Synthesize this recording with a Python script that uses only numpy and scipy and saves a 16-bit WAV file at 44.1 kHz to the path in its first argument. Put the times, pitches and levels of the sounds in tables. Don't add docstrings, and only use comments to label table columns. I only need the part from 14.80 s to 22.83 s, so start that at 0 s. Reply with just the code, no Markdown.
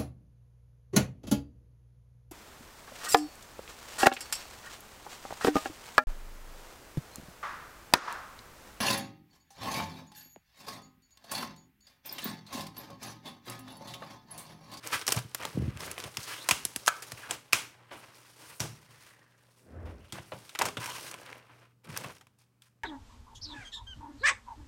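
import sys
import numpy as np
from scipy import signal
from scipy.fft import rfft, irfft, next_fast_len
from scipy.io import wavfile

SR = 44100
rng = np.random.default_rng(int(sys.argv[2]) if len(sys.argv) > 2 else 0)


def inscribe(sig):
    pcm = np.round(np.clip(np.atleast_2d(sig).T, -1, 1) * 32767)
    wavfile.write(sys.argv[1], SR, pcm.astype(np.int16))


N = 354334
TIME = np.arange(N) / SR

BANDS = [(250, 900), (900, 3500), (3500, 17000)]
# frequency in Hz, level in dB.
RUMBLE = [(30, -33), (58, -18), (85, -4), (125, 0), (200, -8), (373, -20), (508, -23.5), (780, -47),
          (1320, -120)]
# time in seconds, send in dB.
ROOM_SEND = [(0.3, -22.5), (1.2, -12), (1.7, -8), (2.05, -18), (2.73, -4.5), (3.1, 2), (3.8, -0.5),
             (5.5, -4.5), (5.8, -11.5)]


def gain_of(db):
    return 10 ** (np.asarray(db) / 20)


def unit_rms(x):
    return x / np.sqrt(np.mean(x ** 2) + 1e-20)


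def read(points, hz):
    f, value = np.transpose(points)
    return np.interp(np.log(hz + 1), np.log(f + 1), value)


def add(mix, s, sound):
    part = mix[max(round(s * SR), 0):][:len(sound)]
    part += sound[:len(part)]


def coloured(x, colour, band=None, order=4):
    size = next_fast_len(len(x))
    envelope = gain_of(read(colour, np.fft.rfftfreq(size, 1 / SR)))
    x = irfft(rfft(x, size) * envelope, size)[:len(x)]
    if band:
        x = signal.sosfilt(signal.butter(order, band, "band", fs=SR, output="sos"), x)
    return unit_rms(x)


def wobble(rate_hz):
    return unit_rms(np.interp(TIME * rate_hz, np.arange(4000), rng.standard_normal(4000)))


def resonant(x, hz, q):
    return signal.lfilter(*signal.iirpeak(min(hz, SR / 2.5), max(q, 1), fs=SR), x)


def ring(modes, tilt_db=0, free=1):
    t = TIME[:SR // 2]
    centre = np.mean([np.log2(hz) for hz, _, _ in modes])
    return sum(gain_of(db + tilt_db * (np.log2(hz) - centre) - 60 * t / (t60 * free))
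               * np.sin(2 * np.pi * hz * t) for hz, db, t60 in modes)


def speed_of(s, rise_s, fall_s):
    return np.exp(-((TIME - s) / np.where(TIME < s, rise_s, fall_s)) ** 2 / 2)


def contacts(attack_s=0.015, sag_db=-2, release_s=0.016, touch_body_db=-2.5, touch_crinkle=0.16):
    # time in seconds, middle band in dB, treble in dB above it.
    touch = [(0, -64, -2.5), (0.45, -66, 2.5), (0.7, -56, 2), (0.9, -56, -6), (1.35, -61, 4.5),
             (2.3, -58.5, 3), (2.68, -68.5, 0), (3.05, -64.5, -12.5), (3.2, -57, -5), (3.55, -68, 5.5),
             (4.2, -65.5, -1.5), (4.5, -71, -5.5), (4.851, -76.5, 5), (5.0, -72.5, -8.5), (5.6, -65, 6),
             (6.62, -63, -10), (6.85, -66, -7.5), (6.95, -88, -6.5)]
    # start and length in seconds, middle band in dB,
    # body and treble in dB above it, crinkle share from 0 to 1.
    strokes = [(0.025, 0.2, -47, -6, -2, 0.2), (0.116, .042, -29.5, -12.5, -7, 0.06),
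               (0.272, 0.1184, -44.5, 0.5, 4, 0.4), (0.583, 0.1006, -45.5, -0.5, -5.5, 0.4),
               (0.989, 0.13, -49.5, 1, 2.5, 0.12), (1.162, 0.12, -51, 0, -2, .4),
               (1.38, 0.36, -52.5, -7, 1, 0.2), (1.465, .075, -42.5, -13, -1, 0),
               (2.364, .11, -51, -8, -6, 0.1), (2.485, .06, -44, -1.5, -2, 0),
               (3.106, .06, -53, 0.5, -7.5, 0), (3.586, 0.15, -56, -5.5, 1, 0),
               (3.806, .055, -52, 6, -1.5, 0.1), (4.095, 0.24, -65, -14.5, 2, 0.1),
               (5.046, 0.065, -57, 5, -11, .05), (5.328, 0.057, -50, -1, -8.5, 0.1),
               (5.786, .105, -43.5, 4.5, -8.5, 0.1), (5.989, .2, -46, -6.5, 0, .16),
               (6.2, 0.11, -51.5, -3, 4.5, 0.12), (6.305, .28, -56, -2, -6, 0.35),
               (7.033, 0.077, -57, -1, -5.5, 0.5), (7.083, 0.2283, -51, -0.5, -5, 0.2),
               (7.306, .07, -65, -1, 4, 0.4), (7.579, 0.043, -75, -7, 7, .3),
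               (7.811, .07, -72, -21.5, 1, 0.2)]
    s, db, treble_db = np.transpose(touch)
    power = np.array([gain_of(np.interp(TIME, s, db + band_db)) ** 2
                      for band_db in (touch_body_db, 0, treble_db)])
    crinkle_power = touch_crinkle * power[1]
    t = TIME[:SR]
    for s, length, db, body_db, treble_db, crinkle in strokes:
        hold = gain_of(db + sag_db * np.minimum(t / length, 1))
        push = np.minimum(t / attack_s, 1) * hold * np.exp(-np.maximum(t - length, 0) / release_s)
        for band, band_db in zip(power, (body_db, 0, treble_db)):
            add(band, s, (push * gain_of(band_db)) ** 2)
        add(crinkle_power, s, crinkle * push ** 2)
    return power, np.clip(crinkle_power / power[1], 0, 1)


def crinkles(grains_per_s=420, facet_q=3, pitches=14, pool=4000):
    out = np.zeros(N)
    grains = int(grains_per_s * N / SR / pitches)
    for hz in np.geomspace(600, 14000, pitches):
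        onsets = rng.integers(0, N, pool)[:grains]
        sizes = gain_of(4 * np.minimum(rng.exponential(1, pool), 3)) * rng.choice([-1, 1], pool)
        out += resonant(np.bincount(onsets, sizes[:grains], N), hz, facet_q)
    return out


def sliding(flutter_db=3.0, patchy_db=1.5, drag_db=-7):
    power, share = contacts()
    contact = np.sqrt(share) * unit_rms(crinkles()) + np.sqrt(1 - share) * rng.standard_normal(N)
    # frequency in Hz, level in dB.
    spectrum = [(120, -40), (200, -4), (334, -0.5), (590, -1.5), (709, -6), (986, -0.5), (1400, 2.5),
                (2510, -0.5), (3490, -7.5), (5420, -5.5), (7680, -11), (8500, -7.5), (16000, -17.5)]
    rub = sum(level * gain_of(patchy_db * wobble(50)) * coloured(contact, spectrum, band)
              for band, level in zip(BANDS, np.sqrt(power)))
    grip = gain_of(flutter_db * np.sqrt(2 * share) * wobble(190))
    drag = np.sqrt(power[0]) * gain_of(drag_db) * coloured(rng.standard_normal(N), RUMBLE)
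    return grip * rub + drag


def air_and_hum(air_db=-74, hum_hz=120, waver_db=0.58):
    # frequency in Hz, level in dB.
    spectrum = [(24, -47.5), (40, -20.5), (64, -15.5), (91, -11), (133, -8), (189, -10.5), (290, -16),
                (680, -26.5), (1210, -28.5), (1900, -36), (16000, -40)]
    # time in seconds, level in dB.
    heard_level = [(3.3, -68), (4.3, -73), (6.75, -64.5), (7.3, -72.5)]
    hum = np.sqrt(2) * np.sin(2 * np.pi * hum_hz * TIME)
    hum_db = np.interp(TIME, *np.transpose(heard_level)) + waver_db * wobble(6)
    return gain_of(air_db) * coloured(rng.standard_normal(N), spectrum) + gain_of(hum_db) * hum


def beamed(x, send_db, neutral_send_db=-10.5, growth=0.073):
    top_db = max(growth * (neutral_send_db - send_db), -2)
    shelf = gain_of(read([(8000, 0), (13000, top_db)], np.fft.rfftfreq(len(x), 1 / SR)))
    return irfft(rfft(x) * shelf, len(x))


def clicks(rise_s=0.00027, shiver_db=-26, shiver_s=0.017, pulse_share=0.086, panel_q=8, overtone=2.4):
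    # start in seconds, middle band in dB as if spread over 5 ms, body and treble in dB
    # above it, resonance in Hz, decay in seconds. All are ticks and snaps except the row at 2.7255 s,
    # a faint smear of noise just before and around the loud snap at 2.73 s.
    transients = [(0.0734, -54, -0.5, 17.5, 14300, 0.00049), (0.2666, -40.5, -7.5, 7.5, 5170, 0.00425),
                  (0.2784, -27.5, -9, 0.5, 5500, 0.00644), (0.2899, -38, 2, 4.5, 9350, 0.00142),
                  (0.3212, -31, -9, 3.5, 4980, 0.00117), (0.3238, -28.5, -7.5, 4, 13680, 0.0023),
                  (0.3644, -41.5, -14, 4.5, 13800, 0.0023), (0.3895, -42.5, -16.5, 0, 1005, 0.0036),
                  (0.5471, -34, -7.5, 2, 13600, 0.00275), (0.6322, -40.5, -12.5, -12.5, 1790, 0.0025),
                  (0.6522, -35, -3.5, -1.5, 865, 0.0018), (0.9725, -48.5, -6, -1.5, 3000, 0.00136),
                  (1.0064, -46, -3, -1, 5060, 0.0029), (1.1138, -44.5, -15, 6, 10630, 0.0024),
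                  (1.1798, -37.5, -8, -13, 1244, 0.00091), (1.2015, -42, -12, -1, 4650, 0.0013),
                  (1.2389, -44.5, 0.5, 2.5, 3350, 0.00345), (1.3701, -33.5, -12.5, -1, 5230, 0.0029),
                  (1.688, -24.5, -6.5, 2.5, 1050, 0.00476), (1.7102, -21, -10.5, 0.5, 2758, 0.0048),
                  (1.8512, -37.5, -5.5, 10, 10900, 0.00264), (1.961, -36, -6, 5, 10860, 0.00183),
                  (2.0626, -47.5, -18, 13, 1150, 0.00204), (2.0719, -38, -12.5, 5.5, 10240, 0.00153),
                  (2.0763, -31.5, -11, -1, 1500, 0.00266), (2.0795, -22.5, -16.5, -2.5, 6720, 0.0019),
                  (2.0846, -31.5, -9, 1, 1300, 0.0034), (2.2227, -41.5, -8.5, 3, 472, 0.0128),
                  (2.3192, -41, -6.5, 3, 484, 0.00265), (2.5092, -31, -9, -1.5, 7630, 0.0033),
                  (2.7255, -33.5, -18, 2.5, 2500, 0.027), (2.7312, -20, -11.5, -0.5, 2400, 0.00222),
                  (3.1119, -47, 1, -21.5, 540, 0.0084), (3.797, -53, 5, 9, 2500, 0.0054),
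                  (3.8029, -35, -6.5, 3, 5700, 0.0051), (5.3233, -43, -11.5, 2.5, 3520, 0.0066),
                  (5.3835, -46, -2.5, -24, 610, 0.0061), (5.5194, -40, 2.5, -28, 560, 0.0116),
                  (5.6928, -49.5, -25, -0.5, 3760, .0055), (5.7505, -39, -9.5, -9, 2045, 0.0033),
                  (5.7565, -40, -12.5, -9, 2300, 0.00274), (5.7896, -34, -12, 5, 1010, 0.00316),
                  (5.813, -27.5, -1.5, -14, 941, 0.0051), (5.818, -25.5, -5, -2.5, 930, 0.0045),
                  (5.854, -33.5, -12, 3.5, 1153, 0.012), (5.8855, -37.5, -2.5, -3.5, 1150, 0.0039),
                  (5.9698, -34, -1, -10, 3520, 0.0086), (6.059, -42.5, -21, 1, 960, 0.0013),
                  (6.3129, -45.5, -6, 1.5, 9400, 0.0035), (6.3407, -43.5, -4.5, -2.5, 1060, 0.0039),
                  (6.5288, -46, -10, -17, 2210, 0.0011), (7.1641, -38, -24, -5.5, 1510, 0.0046),
                  (7.1738, -37, -23.5, 4, 13700, 0.00196), (7.2433, -40, -3.5, -9.5, 1110, 0.009),
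                  (7.4104, -54, -7, -4.5, 810.4, 0.0074), (7.4691, -59.5, -7.5, -5.5, 946, 0.0025),
                  (7.8205, -61.5, -31.5, 3, 3400, 0.0032)]
    # frequency in Hz, level in dB.
    spectrum = [(250, -4.5), (450, -8), (1000, -1.5), (2300, -3), (3600, -5), (5500, -0.5), (8000, -2),
                (11000, -6.5), (16000, -14.5)]
    t = TIME[:SR // 12]
    spread = np.sqrt(0.005 * SR)
    stretches = (1.5, 1, 0.91)
    direct, send = np.zeros(N), np.zeros(N)
    kick = signal.unit_impulse(len(t), 24)
    pulses = [coloured(kick, spectrum, band) / np.sqrt(len(t)) for band in BANDS]
    textures = [coloured(rng.standard_normal(N), spectrum, band) for band in BANDS]
    shiver = gain_of(shiver_db) * np.exp(-t / shiver_s)
    for k, (s, db, body_db, treble_db, hz, decay_s) in enumerate(transients):
        snap, feed = np.zeros(len(t)), np.zeros(len(t))
        send_db = np.interp(s, *np.transpose(ROOM_SEND))
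        for pulse, texture, band_db, stretch in zip(pulses, textures, (body_db, 0, treble_db), stretches):
            attack = 1 - np.exp(-t / (rise_s * stretch))
            decay = np.exp(-t / (decay_s * stretch)) + shiver
            burst = texture[k * len(t):][:len(t)] * attack * decay
            crack = np.sqrt(pulse_share) * pulse + np.sqrt(1 - pulse_share) * burst / np.linalg.norm(burst)
            snap += gain_of(band_db) * crack / np.linalg.norm(crack)
            feed += gain_of(band_db + send_db) * pulse
        for mix, sound, lift_db in ((direct, beamed(snap, send_db), 5), (send, feed, -3)):
            panel = resonant(sound, hz, panel_q)
            panel += gain_of(-9) * resonant(sound, hz * overtone, panel_q * overtone)
            add(mix, s, gain_of(db) * spread * (sound + gain_of(lift_db) * panel))
    return direct, send


def room(x, build_s=0.0021):
    # frequency in Hz, reverberation time in seconds.
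    decay_times = [(150, 0.8), (600, 0.28), (1500, 0.352), (15000, 0.33)]
    hz, t, noise = signal.stft(rng.standard_normal(SR * 3 // 4), SR, nperseg=256)
    decay = gain_of(-60 * t / read(decay_times, hz)[:, None])
    _, tail = signal.istft(noise * decay, SR, nperseg=256)
    tail *= 1 - np.exp(-(TIME[:len(tail)] / build_s) ** 2)
    return signal.fftconvolve(x, tail / np.linalg.norm(tail))[:N]


def table_top(contact_s=0.007, rumble_db=-2):
    # start in seconds, level in dB, hardness as tilt in dB per octave,
    # share of the free ring time that the hand leaves.
    bumps = [(0.359, -23, -3.5, 0.323), (0.445, -42.5, 5.5, 0.347), (0.85, -30.5, 4.5, 0.175),
             (0.877, -24.5, 8.5, 0.17), (0.953, -37.5, 5, 0.194), (1.251, -42.5, 5.5, 0.37),
             (1.379, -40.5, 7.5, 0.26), (2.325, -39.5, 2.5, 0.202), (2.738, -42, 11, 0.28),
             (3.802, -36, 6.5, 0.73), (3.83, -39.5, 1, 0.69), (5.327, -45, 12.5, 0.67),
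             (5.389, -42, 4.5, 0.36), (5.529, -47.5, 6, 1), (5.975, -35, -2.5, 0.342)]
    # frequency in Hz, level in dB, time to fall 60 dB in seconds.
    modes = [(74, -17, 0.1), (106, -6.5, 0.22), (120.7, 5, 0.37), (141.2, 1.5, 0.28), (194, -4, 0.29),
             (340.2, -14.5, 0.26)]
    # time in seconds, level in dB.
    moves = [
        [(.745, -37), (.78, -33), (.88, -39), (.91, -48.5), (1.12, -66.5)],
        [(7.06, -55.5), (7.095, -41.5), (7.16, -58.5), (7.27, -42.5), (7.36, -79)],
    ]
    out = np.zeros(N)
    for s, db, tilt_db, free in bumps:
        thud = ring(modes, tilt_db, free)
        attack = 1 - np.exp(-(TIME[:len(thud)] * gain_of(tilt_db) / contact_s) ** 2)
        add(out, s, gain_of(db) * thud * attack)
    rumble = coloured(rng.standard_normal(N), RUMBLE)
    for move in moves:
        s, db = np.transpose(move)
        out += rumble * gain_of(np.interp(TIME, s, db + rumble_db, left=-120, right=-120))
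    return out


def swings(gust_hz=74, gust_q=3.5):
    # fastest moment in seconds, whoosh in dB, rise and fall in seconds, gust in dB.
    movements = [(0.81, -52.5, 0.051, 0.085, -33), (5.01, -49, 0.127, 0.18, -39.5)]
    # frequency in Hz, level in dB.
    spectrum = [(100, 1.5), (280, 4.5), (600, -0.5), (900, -11), (1800, -14), (4000, -43), (16000, -63)]
    whoosh = coloured(rng.standard_normal(N), spectrum)
    gust = resonant(rng.standard_normal(N), gust_hz, gust_q)
    gust = unit_rms(resonant(gust, gust_hz, gust_q))
    out = np.zeros(N)
    for s, db, rise_s, fall_s, gust_db in movements:
        speed = speed_of(s, rise_s, fall_s)
        out += gain_of(db) * speed ** 2 * whoosh + gain_of(gust_db) * speed ** 5 * gust
    return out


def bending_waves(low_cut_hz=80, room_db=-14):
    # start in seconds, peak in dB, delay at 250 Hz in seconds, upper cutoff in Hz.
    taps = [(0.7686, -22, 0.008, 337), (0.792, -22, 0.00528, 200), (0.818, -27.5, 0.0075, 380),
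            (1.709, -30.5, 0.007, 210), (1.849, -40, 0.006, 421.7), (1.9595, -39, 0.006, 420)]
    size = SR // 8
    hz = np.fft.rfftfreq(size, 1 / SR)
    out = np.zeros(N)
    for s, db, lag_s, top_hz in taps:
        dispersion = np.exp(-4j * np.pi * lag_s * np.sqrt(250 * hz))
        passband = hz ** 2 / (hz ** 2 + low_cut_hz ** 2) / (1 + (hz / top_hz) ** 4)
        chirp = irfft(dispersion * passband, size)
        add(out, s, gain_of(db) * chirp / abs(chirp).max())
    return out + gain_of(room_db) * room(out)


def rasps(stutter_db=4.5, rasp_db=-1):
    # time in seconds, pitch in Hz, level in dB.
    strokes = [
        [(1.52, 2500, -52.5), (1.57, 3083, -51.5), (1.65, 4210, -49.5)],
        [(2.43, 1559, -43.5), (2.49, 1441, -58.5)],
        [(4.05, 1964, -69), (4.45, 1792, -68.5), (4.68, 1640, -77)],
        [(6.0, 1045, -45), (6.08, 880, -48), (6.14, 1090, -49.5), (6.2, 998, -52.5)],
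        [(5.19, 2673, -76), (5.31, 3053, -60.5)],
        [(6.1, 3100, -49.5), (6.2, 2526, -55)],
    ]
    out = np.zeros(N)
    for stroke in strokes:
        s, hz, db = np.transpose(stroke)
        on = (TIME >= s[0]) & (TIME <= s[-1])
        lowpass = signal.butter(2, hz.mean() / 10, fs=SR, output="sos")
        shake = signal.sosfilt(lowpass, rng.standard_normal(N) + 1j * rng.standard_normal(N))[on]
        carrier = np.exp(2j * np.pi * np.cumsum(np.interp(TIME[on], s, hz)) / SR)
        slips = gain_of(stutter_db * wobble(90)[on]) * signal.windows.tukey(on.sum(), 0.1)
        level = gain_of(np.interp(TIME[on], s, db) + rasp_db)
        out[on] += level * unit_rms((shake * carrier).real * slips)
    return out


def hollow_case(ring_db=-11, low_cut_hz=700):
    # start in seconds, level in dB.
    blows = [(2.0791, -7.5), (2.0875, -14.5)]
    # frequency in Hz, level in dB, time to fall 60 dB in seconds.
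    modes = [(781, -9.5, 0.018), (998, -3, 0.018), (1309.5, 4.5, 0.02), (1520, 3, 0.02), (1670, -5, 0.024),
             (2250, -4.5, 0.011)]
    out = np.zeros(N)
    for s, db in blows:
        add(out, s, gain_of(db + ring_db) * ring(modes))
    return signal.sosfilt(signal.butter(3, low_cut_hz, "high", fs=SR, output="sos"), out)


def swishes(flutter_db=3.0):
    # fastest moment in seconds, level in dB, rise and fall in seconds.
    glides = [(3.18, -58, 0.016, 0.0235), (3.74, -59.5, 0.13, 0.127), (4.315, -68, 0.017, .03),
              (4.85, -74.5, 0.18, 0.0405), (5.47, -67, 0.0241, 0.15)]
    # frequency in Hz, level in dB.
    spectrum = [(2000, -24), (7000, -8.5), (8500, 1), (16000, -10)]
    level = sum(gain_of(db) * speed_of(s, rise_s, fall_s) ** 2 for s, db, rise_s, fall_s in glides)
    return level * gain_of(flutter_db * wobble(60)) * coloured(rng.standard_normal(N), spectrum)


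def judder(start_s=6.211, end_s=6.39, slip_s=0.0013, uneven=0.0922):
    slips_per_s, ring_hz, t60_s, db = 49, 1021, 0.0023, -32.5
    out, s = np.zeros(N), start_s
    for gap, pitch, size in rng.standard_normal((20, 3)):
        if s < end_s:
            slip = ring([(ring_hz * (1 + uneven * pitch / 2), db + size, t60_s)])
            add(out, s, slip * (1 - np.exp(-TIME[:len(slip)] / slip_s)))
        s += (1 + uneven * gap) / slips_per_s
    return out


def scene(slide_db=-1, click_room_db=-1, rustle_room_db=-12, case_room_db=-9, table_room_db=-9):
    snaps, snap_send = clicks()
    rustle = gain_of(slide_db) * sliding() + rasps() + judder() + swishes() + swings()
    hollow, thuds = hollow_case(), table_top()
    send_db = np.interp(TIME, *np.transpose(ROOM_SEND))
    reverb = room(gain_of(click_room_db) * snap_send + gain_of(rustle_room_db) * rustle
                  + gain_of(case_room_db) * hollow + gain_of(table_room_db + send_db) * thuds)
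    return (snaps + rustle + hollow + thuds + bending_waves() + reverb + air_and_hum())[None]


def record(dry, low_cut_hz=51, top_hz=16300):
    x = signal.sosfilt(signal.butter(9, low_cut_hz, "high", fs=SR, output="sos"), dry)
    lowpass = signal.firwin(511, top_hz, window=("kaiser", 9), fs=SR)
    return signal.oaconvolve(x, lowpass[None], "same")


dry = scene()
out = record(dry)
inscribe(out)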